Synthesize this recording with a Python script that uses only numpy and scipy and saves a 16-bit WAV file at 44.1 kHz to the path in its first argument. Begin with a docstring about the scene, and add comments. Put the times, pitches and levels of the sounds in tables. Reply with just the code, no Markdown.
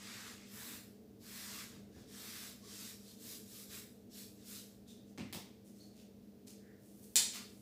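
"""Whiteboard wiping and a marker cap

A felt eraser wipes a whiteboard in long and short strokes: noisy fibre slips in three speed-driven bands.
It drops on the ledge in two clattering knocks (panel modes, short cracks). A marker is picked up and
handled (gritty brushes, squeaks); its cap snaps off in three clicks with echoes and an air pop.
A fan hums in the bare, ringing classroom: shaped noise and two wavering tones."""
import sys
import numpy as np
from scipy import signal
from scipy.fft import rfft, irfft, next_fast_len
from scipy.io import wavfile
from scipy.ndimage import uniform_filter1d, map_coordinates

SR = 44100
rng = np.random.default_rng(int(sys.argv[2]) if len(sys.argv) > 2 else 0)


def unload_wav(signal):
    """Save mono or channel-first audio to the path in sys.argv[1] as 16-bit WAV at rate SR, clipped to [-1, 1]."""
    wavfile.write(
        sys.argv[1],
        SR,
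        np.round(np.clip(np.atleast_2d(signal).T, -1, 1) * 32767).astype(np.int16),
    )


N = 335601
TIME_S = np.arange(N) / SR

# classroom decay: f/Hz, t60/s
ROOM_DECAY = [(120, 0.4), (500, 0.38), (2000, 0.49), (5000, 0.47), (9000, 0.38), (15000, 0.32)]
# fan air noise, relative spectrum: f/Hz, density/dB
FAN_AIR = [(25, -20), (42, -17), (60, -0.5), (110, -0.5), (165, -3.5), (230, -2.5), (360, -5.5),
           (460, -5.5), (650, -9), (1000, -26), (2000, -27.5), (5000, -26), (9000, -31.5), (15000, -27)]
# fan housing resonances: f/Hz, width/Hz, level/dB
FAN_HOUSING = [(90, 5.2, -8), (113.6, 11.8, -3.5), (202.9, 8.6, 0.5), (228.3, 11.2, 2), (248.7, 10.1, 0),
               (303.6, 5.2, -2), (326, 8.8, -5.5), (416.6, 11.6, -2), (425, 10.8, -5), (446.5, 15.3, -5)]
# fan motor hum, rms before wavering: f/Hz, level/dB
FAN_HUM = [(199.5, -62.5), (301, -77)]
# felt touching down, then sleeve and fingers brushing ledge, marker and cap:
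# peak t/s, level/dB, rise/s, fall/s, centre f/Hz
SCUFF_EVENTS = [(3.712, -60, 0.004, 0.02, 2300), (4.474, -56, 0.004, 0.02, 9000),
                (4.89, -60, 0.01, 0.029, 5770), (5.09, -72, 0.023, 0.027, 5600),
                (5.665, -65.5, 0.011, 0.025, 7500), (5.81, -67.5, 0.054, 0.049, 6400),
                (6.005, -65.5, 0.048, 0.017, 4500), (6.475, -55.5, 0.0052, 0.028, 6000),
                (6.87, -69, 0.049, 0.048, 8650), (7.0, -66, 0.049, 0.21, 11000),
                (7.035, -59, 0.007, 0.0096, 10000), (7.357, -46.5, 0.021, 0.013, 3930),
                (7.36, -56, 0.01, 0.021, 1400), (7.58, -68.5, 0.18, 0.08, 9000)]
# hoarse squeaks of the slowing eraser and the marker in the hand:
# t/s, level/dB, half length/s, f/Hz, pitch jitter/share of f
SQUEAK_EVENTS = [(1.964, -71, 0.02, 1642, 0.092), (2.653, -68, 0.023, 1125, 0.088),
                 (3.086, -67, 0.018, 4360, 0.035), (4.902, -64.5, 0.02, 3620, 0.08),
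                 (5.816, -61.5, 0.013, 4340, 0.04), (5.818, -75, 0.022, 6560, 0.04),
                 (6.68, -72, 0.058, 1770, 0.1)]
# cap slipping over its retaining ridge and coming free: t/s, level/dB
CAP_SNAPS = [(7.157, 2), (7.1577, -2.5), (7.1594, -2)]
# cap plastic and air cavity modes: f/Hz, width/Hz, level/dB
CAP_MODES = [(950, 110, -12), (1710, 170, -14.5), (2510, 240, -4.5), (2970, 120, -5.5), (3600, 76, 1),
             (4350, 290, -0.5), (5100, 350, -0.5), (5900, 230, -1.5), (6700, 250, 0.5), (7440, 510, 2.5),
             (8600, 600, -2.5), (10430, 920, -5), (14800, 2400, -12)]
# nearest surfaces throwing the snap back: delay/s, level/dB
SNAP_ECHOES = [(0.0066, -7.5), (0.0126, -12), (0.0172, -17), (0.0195, -31)]
# whiteboard panel modes: f/Hz, width/Hz, level/dB
PANEL_MODES = [(91, 18, -2.5), (138, 39, -4), (197, 37, 3), (273, 58, -2.5), (341, 67, -5.5),
               (567, 28, -12.5), (730, 16, -14.5)]
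# eraser block on the ledge, relative spectrum: f/Hz, density/dB
BLOCK_CLACK = [(200, -12), (600, -5), (900, 4), (1300, -14), (1650, -10), (2050, 1), (2700, -2.5),
               (3800, -5), (5300, -3.5), (8000, -16), (15000, -26)]
# hand bumping the loose panel while wiping: t/s, thud level/dB
PANEL_BUMPS = [(1.729, -28), (1.764, -25), (1.964, -23.5), (2.04, -26.5)]
# eraser on the ledge, felt first, then hard back: t/s, thud level/dB, clack level/dB, tick level/dB
LEDGE_LANDINGS = [(5.177, -15.5, -23.5, -45), (5.327, -20.5, -21, -18)]
# rocking from corner to near edge to far end: delay/s, weight on panel/dB, contact hardness/dB
LANDING_ROCKS = [(0, -2.5, -3.5), (0.0045, -3, 0), (0.0072, -1, -5), (0.021, -3.5, -2.5),
                 (0.0282, -3, -6.5)]
# felt sliding on the board, relative spectrum: f/Hz, density/dB
FELT_SPECTRUM = [(350, -35), (600, -11), (854, -9.5), (1170, -3.5), (1360, -4), (1660, -2), (3020, -5.5),
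                 (3650, 1), (5270, 2), (6200, -0.5), (8140, -1.5), (9190, -7.5), (10700, -3.5), (12600, -3),
                 (15400, -5.5)]
# eraser strokes, levels at full speed before the room's hold: start t/s, length/s, hiss level/dB,
# rasp over hiss/dB, sheen over hiss/dB, brightening from start to end/dB
ERASER_STROKES = [(-0.11, 0.49, -55.5, -1, -7.5, 6.5), (0.326, 0.18, -60.5, -1, -18, 1.0),
                  (0.448, 0.36, -56, -2.5, 3.5, -3), (1.189, 0.49, -54.5, -3.5, 1, -9.5),
                  (1.657, 0.14, -61, 2.5, -6, 0.0), (1.898, 0.16, -63, -4, -4, -0.5),
                  (2.054, 0.48, -54.5, -5.5, 0, -0.5), (2.602, 0.35, -54, -8.0, -1, 4.0),
                  (2.975, 0.19, -59.5, -10.5, 0, -1.5), (3.162, 0.23, -53, -9.5, 3.5, -4),
                  (3.421, 0.25, -57.5, -10, 4.5, -2.5), (3.673, 0.14, -47.5, -3.5, 5, 4),
                  (4.093, 0.169, -52.5, -10, 4, 4), (4.313, 0.2, -64.5, -9, -4.5, 0.0),
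                  (4.422, 0.2, -52.5, -8.5, 4.5, -12)]

SPEED_UP_S, BRAKE_S = 0.22, 0.1  # ramp times; short strokes never reach full speed
HISS_POWER, RASP_POWER, SHEEN_POWER = 0.82, 1.28, 1.21  # band amplitude = speed ** power
LINGER_SHARE, LINGER_T60_S = 0.6, 0.49  # share of rubbing energy held by the room, and its decay
TOP_HZ = 15550  # microphone band limit


def amp(db):
    """Decibels to gain."""
    return 10 ** (np.asarray(db) / 20)


def unit(x):
    """Scale to rms 1."""
    return x / np.sqrt(np.mean(x ** 2) + 1e-20)


def along(points, hz):
    """(Hz, value) points read on a log axis."""
    f, v = np.transpose(points)
    return np.interp(np.log(hz + 1), np.log(f + 1), v)


def wobble(rate_hz):
    """Smooth random curve with rate_hz knots a second."""
    knots = rng.standard_normal(int(N * rate_hz / SR) + 4)
    return map_coordinates(knots, [TIME_S * rate_hz])


def filtered(x, response):
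    """x times a complex response of frequency."""
    m = next_fast_len(N + SR // 2)
    hz = np.fft.rfftfreq(m, 1 / SR)
    return irfft(rfft(x, m) * response(hz), m)[:N]


def resonances(modes, hz):
    """Causal response of (Hz, width Hz, dB) modes with alternating signs."""
    total = 0
    for k, (centre_hz, width_hz, db) in enumerate(modes):
        damping = 1j * hz * width_hz
        total = total + (-1) ** k * amp(db) * damping / (centre_hz ** 2 - hz ** 2 + damping)
    return total


def ring(modes):
    """The modes' answer to one blow, energy 1."""
    h = irfft(resonances(modes, np.fft.rfftfreq(SR, 1 / SR)))
    h = h * (TIME_S[:SR] < .5)
    return h / np.linalg.norm(h)


def burst(spectrum, t60_s):
    """Short decaying crack of coloured noise, energy 1."""
    colour = amp(along(spectrum, np.fft.rfftfreq(SR, 1 / SR)))
    noise = irfft(rfft(rng.standard_normal(SR)) * colour)
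    h = noise * amp(-60 * TIME_S[:SR] / t60_s)
    return h / np.linalg.norm(h)


def add(track, t_s, sound):
    """Mix a sound into the track at t_s."""
    part = track[round(t_s * SR):][:len(sound)]
    part += sound[:len(part)]


def swell(t_s, rise_s, fall_s):
    """Gaussian rise and fall, peak 1 at t_s."""
    return np.exp(-.5 * ((TIME_S - t_s) / np.where(TIME_S < t_s, rise_s, fall_s)) ** 2)


def slips(rate_hz, spread_db):
    """Dense tiny stick-slip releases of unequal size, rms 1."""
    hit = rng.random(N) < rate_hz / SR
    return unit(hit * rng.standard_normal(N) * amp(spread_db * rng.standard_normal(N)))


def classroom(x, wet_db, build_s=0.011):
    """Direct sound plus a diffuse tail building up as the walls answer; gain offsets the added energy."""
    hz, t, z = signal.stft(rng.standard_normal(SR), SR, nperseg=256)
    decay = amp(-60 * t / along(ROOM_DECAY, hz)[:, None])
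    tail = signal.istft(z * decay, SR, nperseg=256)[1][:SR]
    tail = tail * (1 - np.exp(-(TIME_S[:SR] / build_s) ** 2))
    wet = signal.fftconvolve(x, tail / np.linalg.norm(tail))[:len(x)]
    return (x + amp(wet_db) * wet) / np.hypot(1, amp(wet_db))


def fan():
    """Air rushes through the resonant housing over a motor hum wavering in level and phase."""
    air = unit(filtered(rng.standard_normal(N), lambda hz: amp(along(FAN_AIR, hz))))
    drone = unit(filtered(rng.standard_normal(N), lambda hz: resonances(FAN_HOUSING, hz)))
    hum = np.zeros(N)
    for hz, db in FAN_HUM:
        level = amp(db + 0.71 * wobble(12))
        phase = 2 * np.pi * hz * TIME_S + 0.41 * wobble(2.95)
        hum += level * np.sqrt(2) * np.sin(phase)
    return amp(-65.0) * air + amp(-60.5) * drone + hum


def flexing(middle_s=1.92, half_s=0.14):
    """The hand leans on the loose middle of the panel, which rumbles softly: low modes fed by noise."""
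    modes = [(55, 10, 1.7), (84, 27, -1), (130, 40, -2)]  # f/Hz, width/Hz, level/dB
    rumble = unit(filtered(rng.standard_normal(N), lambda hz: resonances(modes, hz)))
    return amp(-65) * swell(middle_s, half_s, half_s) * rumble


def handling():
    """Stick-slip grit through one broad resonance per brush; squeaks are tones of unsteady pitch."""
    grit = slips(rate_hz=6600, spread_db=4)
    out = np.zeros(N)
    for t_s, db, rise_s, fall_s, centre_hz in SCUFF_EVENTS:
        mode = [(centre_hz, centre_hz, 0)]  # as wide as its centre frequency
        brush = unit(filtered(grit, lambda hz: resonances(mode, hz)))
        out += amp(db) * swell(t_s, rise_s, fall_s) * brush
    for t_s, db, half_s, pitch_hz, jitter in SQUEAK_EVENTS:
        phase = 2 * np.pi * np.cumsum(pitch_hz * (1 + jitter * wobble(900))) / SR
        out += amp(db) * swell(t_s, half_s, half_s) * np.sqrt(2) * np.sin(phase)
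    return classroom(out, wet_db=0)


def cap(pop_db=-19):
    """The cap snaps off in quick clicks, each ringing its plastic; air pops into the opening."""
    # spectra: f/Hz, density/dB
    crack = [(300, -11.5), (1400, -14), (3000, 3.5), (5000, 4.5), (8000, 2), (15000, -3.5)]
    scatter = [(100, -15), (8000, 4), (15000, 7.0)]
    air = [(50, -28), (120, -13), (200, 9), (400, 8), (700, -6), (1000, -9), (2000, -22)]
    out = np.zeros(N)
    for t_s, db in CAP_SNAPS:
        click = amp(db) * (ring(CAP_MODES) + 0.59 * burst(crack, t60_s=0.0051))
        add(out, t_s, classroom(click, wet_db=6, build_s=0.0068))
        for delay_s, echo_db in SNAP_ECHOES:  # uneven surfaces scatter each echo
            echo = signal.fftconvolve(click, burst(scatter, t60_s=0.0049))
            add(out, t_s + delay_s, amp(echo_db) * echo)
    pop = amp(pop_db) * burst(air, t60_s=0.024)
    add(out, CAP_SNAPS[0][0], classroom(pop, wet_db=11))
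    return out


def thud(db):
    """One blow booms the panel; mode levels vary by blow, as each spot rings differently."""
    modes = np.array(PANEL_MODES) + np.outer(rng.normal(0, 1.6, len(PANEL_MODES)), [0, 0, 1])
    return classroom(amp(db) * ring(modes), wet_db=2)


def knocks():
    """Each contact booms the panel; those on the ledge add the block's clack and an edge tick."""
    edge = [(1500, -15), (6000, 2.0), (15000, -0.5)]  # f/Hz, density/dB
    out = np.zeros(N)
    for t_s, thud_db in PANEL_BUMPS:
        add(out, t_s, thud(thud_db))
    for t_s, thud_db, clack_db, tick_db in LEDGE_LANDINGS:
        for delay_s, weight_db, hard_db in LANDING_ROCKS:
            clack = amp(clack_db) * burst(BLOCK_CLACK, t60_s=0.0079)
            tick = amp(tick_db) * burst(edge, t60_s=0.0033)
            contact = amp(hard_db) * (clack + tick)
            add(out, t_s + delay_s, thud(thud_db + weight_db))
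            add(out, t_s + delay_s, classroom(contact, wet_db=3.5, build_s=0.0055))
    return out


def roaming(x, patchy_db):
    """Moving source: its colour shifts in patches of frequency and time."""
    z = signal.stft(x, nperseg=1024)[2]
    field = uniform_filter1d(rng.standard_normal(z.shape), size=6, axis=0)
    field = uniform_filter1d(field, size=9, axis=1)
    return signal.istft(z * amp(patchy_db * unit(field)), nperseg=1024)[1][:N]


def lingering(energy):
    """Level of a noise of this energy when the room holds a share of it in exponential decay."""
    keep = amp(-120 / (LINGER_T60_S * SR))  # per sample; energy falls 60 dB in t60
    held = signal.lfilter([1 - keep], [1, -keep], energy)
    return np.sqrt((1 - LINGER_SHARE) * energy + LINGER_SHARE * held)


def ease(u):
    """Quarter-sine ramp from 0 to 1."""
    return np.sin(np.pi / 2 * np.clip(u, 0, 1))


def stroke_levels():
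    """Hiss, rasp and sheen follow hand speed; easing the pressure trades hiss and rasp for sheen."""
    energy = np.zeros((3, N))
    for start_s, length_s, db, rasp_db, sheen_db, brighten_db in ERASER_STROKES:
        since_s = TIME_S - start_s
        speed = ease(since_s / SPEED_UP_S) * ease((start_s + length_s - TIME_S) / BRAKE_S)
        tilt_db = brighten_db / 2 * (np.clip(since_s / length_s, 0, 1) - .5)
        energy[0] += (amp(db - tilt_db) * speed ** HISS_POWER) ** 2
        energy[1] += (amp(db + rasp_db - tilt_db) * speed ** RASP_POWER) ** 2
        energy[2] += (amp(db + sheen_db + tilt_db) * speed ** SHEEN_POWER) ** 2
    return [lingering(band) for band in energy]


def wiping(rasp_hz=2800, sheen_hz=8800):
    """Felt fibres slip on the board: rasp below rasp_hz, hiss between, fine sheen above sheen_hz."""
    hiss_level, rasp_level, sheen_level = stroke_levels()
    fibres = slips(rate_hz=9000, spread_db=2) * amp(0.4 * wobble(70))
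    diffuse = amp(3.5) * rng.standard_normal(N)  # walls smear the slips into a smooth wash
    rub = roaming(fibres + diffuse, patchy_db=1.67)

    def below(hz, edge_hz):
        return 1 / (1 + (hz / edge_hz) ** 12)

    def band(power_share):
        return unit(filtered(rub, lambda hz: amp(along(FELT_SPECTRUM, hz)) * np.sqrt(power_share(hz))))

    rasp = band(lambda hz: below(hz, rasp_hz))
    hiss = band(lambda hz: (1 - below(hz, rasp_hz)) * below(hz, sheen_hz))
    sheen = band(lambda hz: 1 - below(hz, sheen_hz))
    return hiss_level * hiss + rasp_level * rasp + sheen_level * sheen


def scene():
    """All sources summed at one microphone, the same in both channels."""
    mono = fan() + flexing() + handling() + cap() + knocks() + wiping()
    return np.array([mono, mono])


def record(dry, bass_hz=42):
    """The microphone sheds the deepest bass and keeps nothing from TOP_HZ up."""
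    def response(hz):
        return hz ** 3 / np.hypot(hz ** 3, bass_hz ** 3) * (hz < TOP_HZ)

    return np.array([filtered(channel, response) for channel in dry])


dry = scene()
out = record(dry)
unload_wav(out)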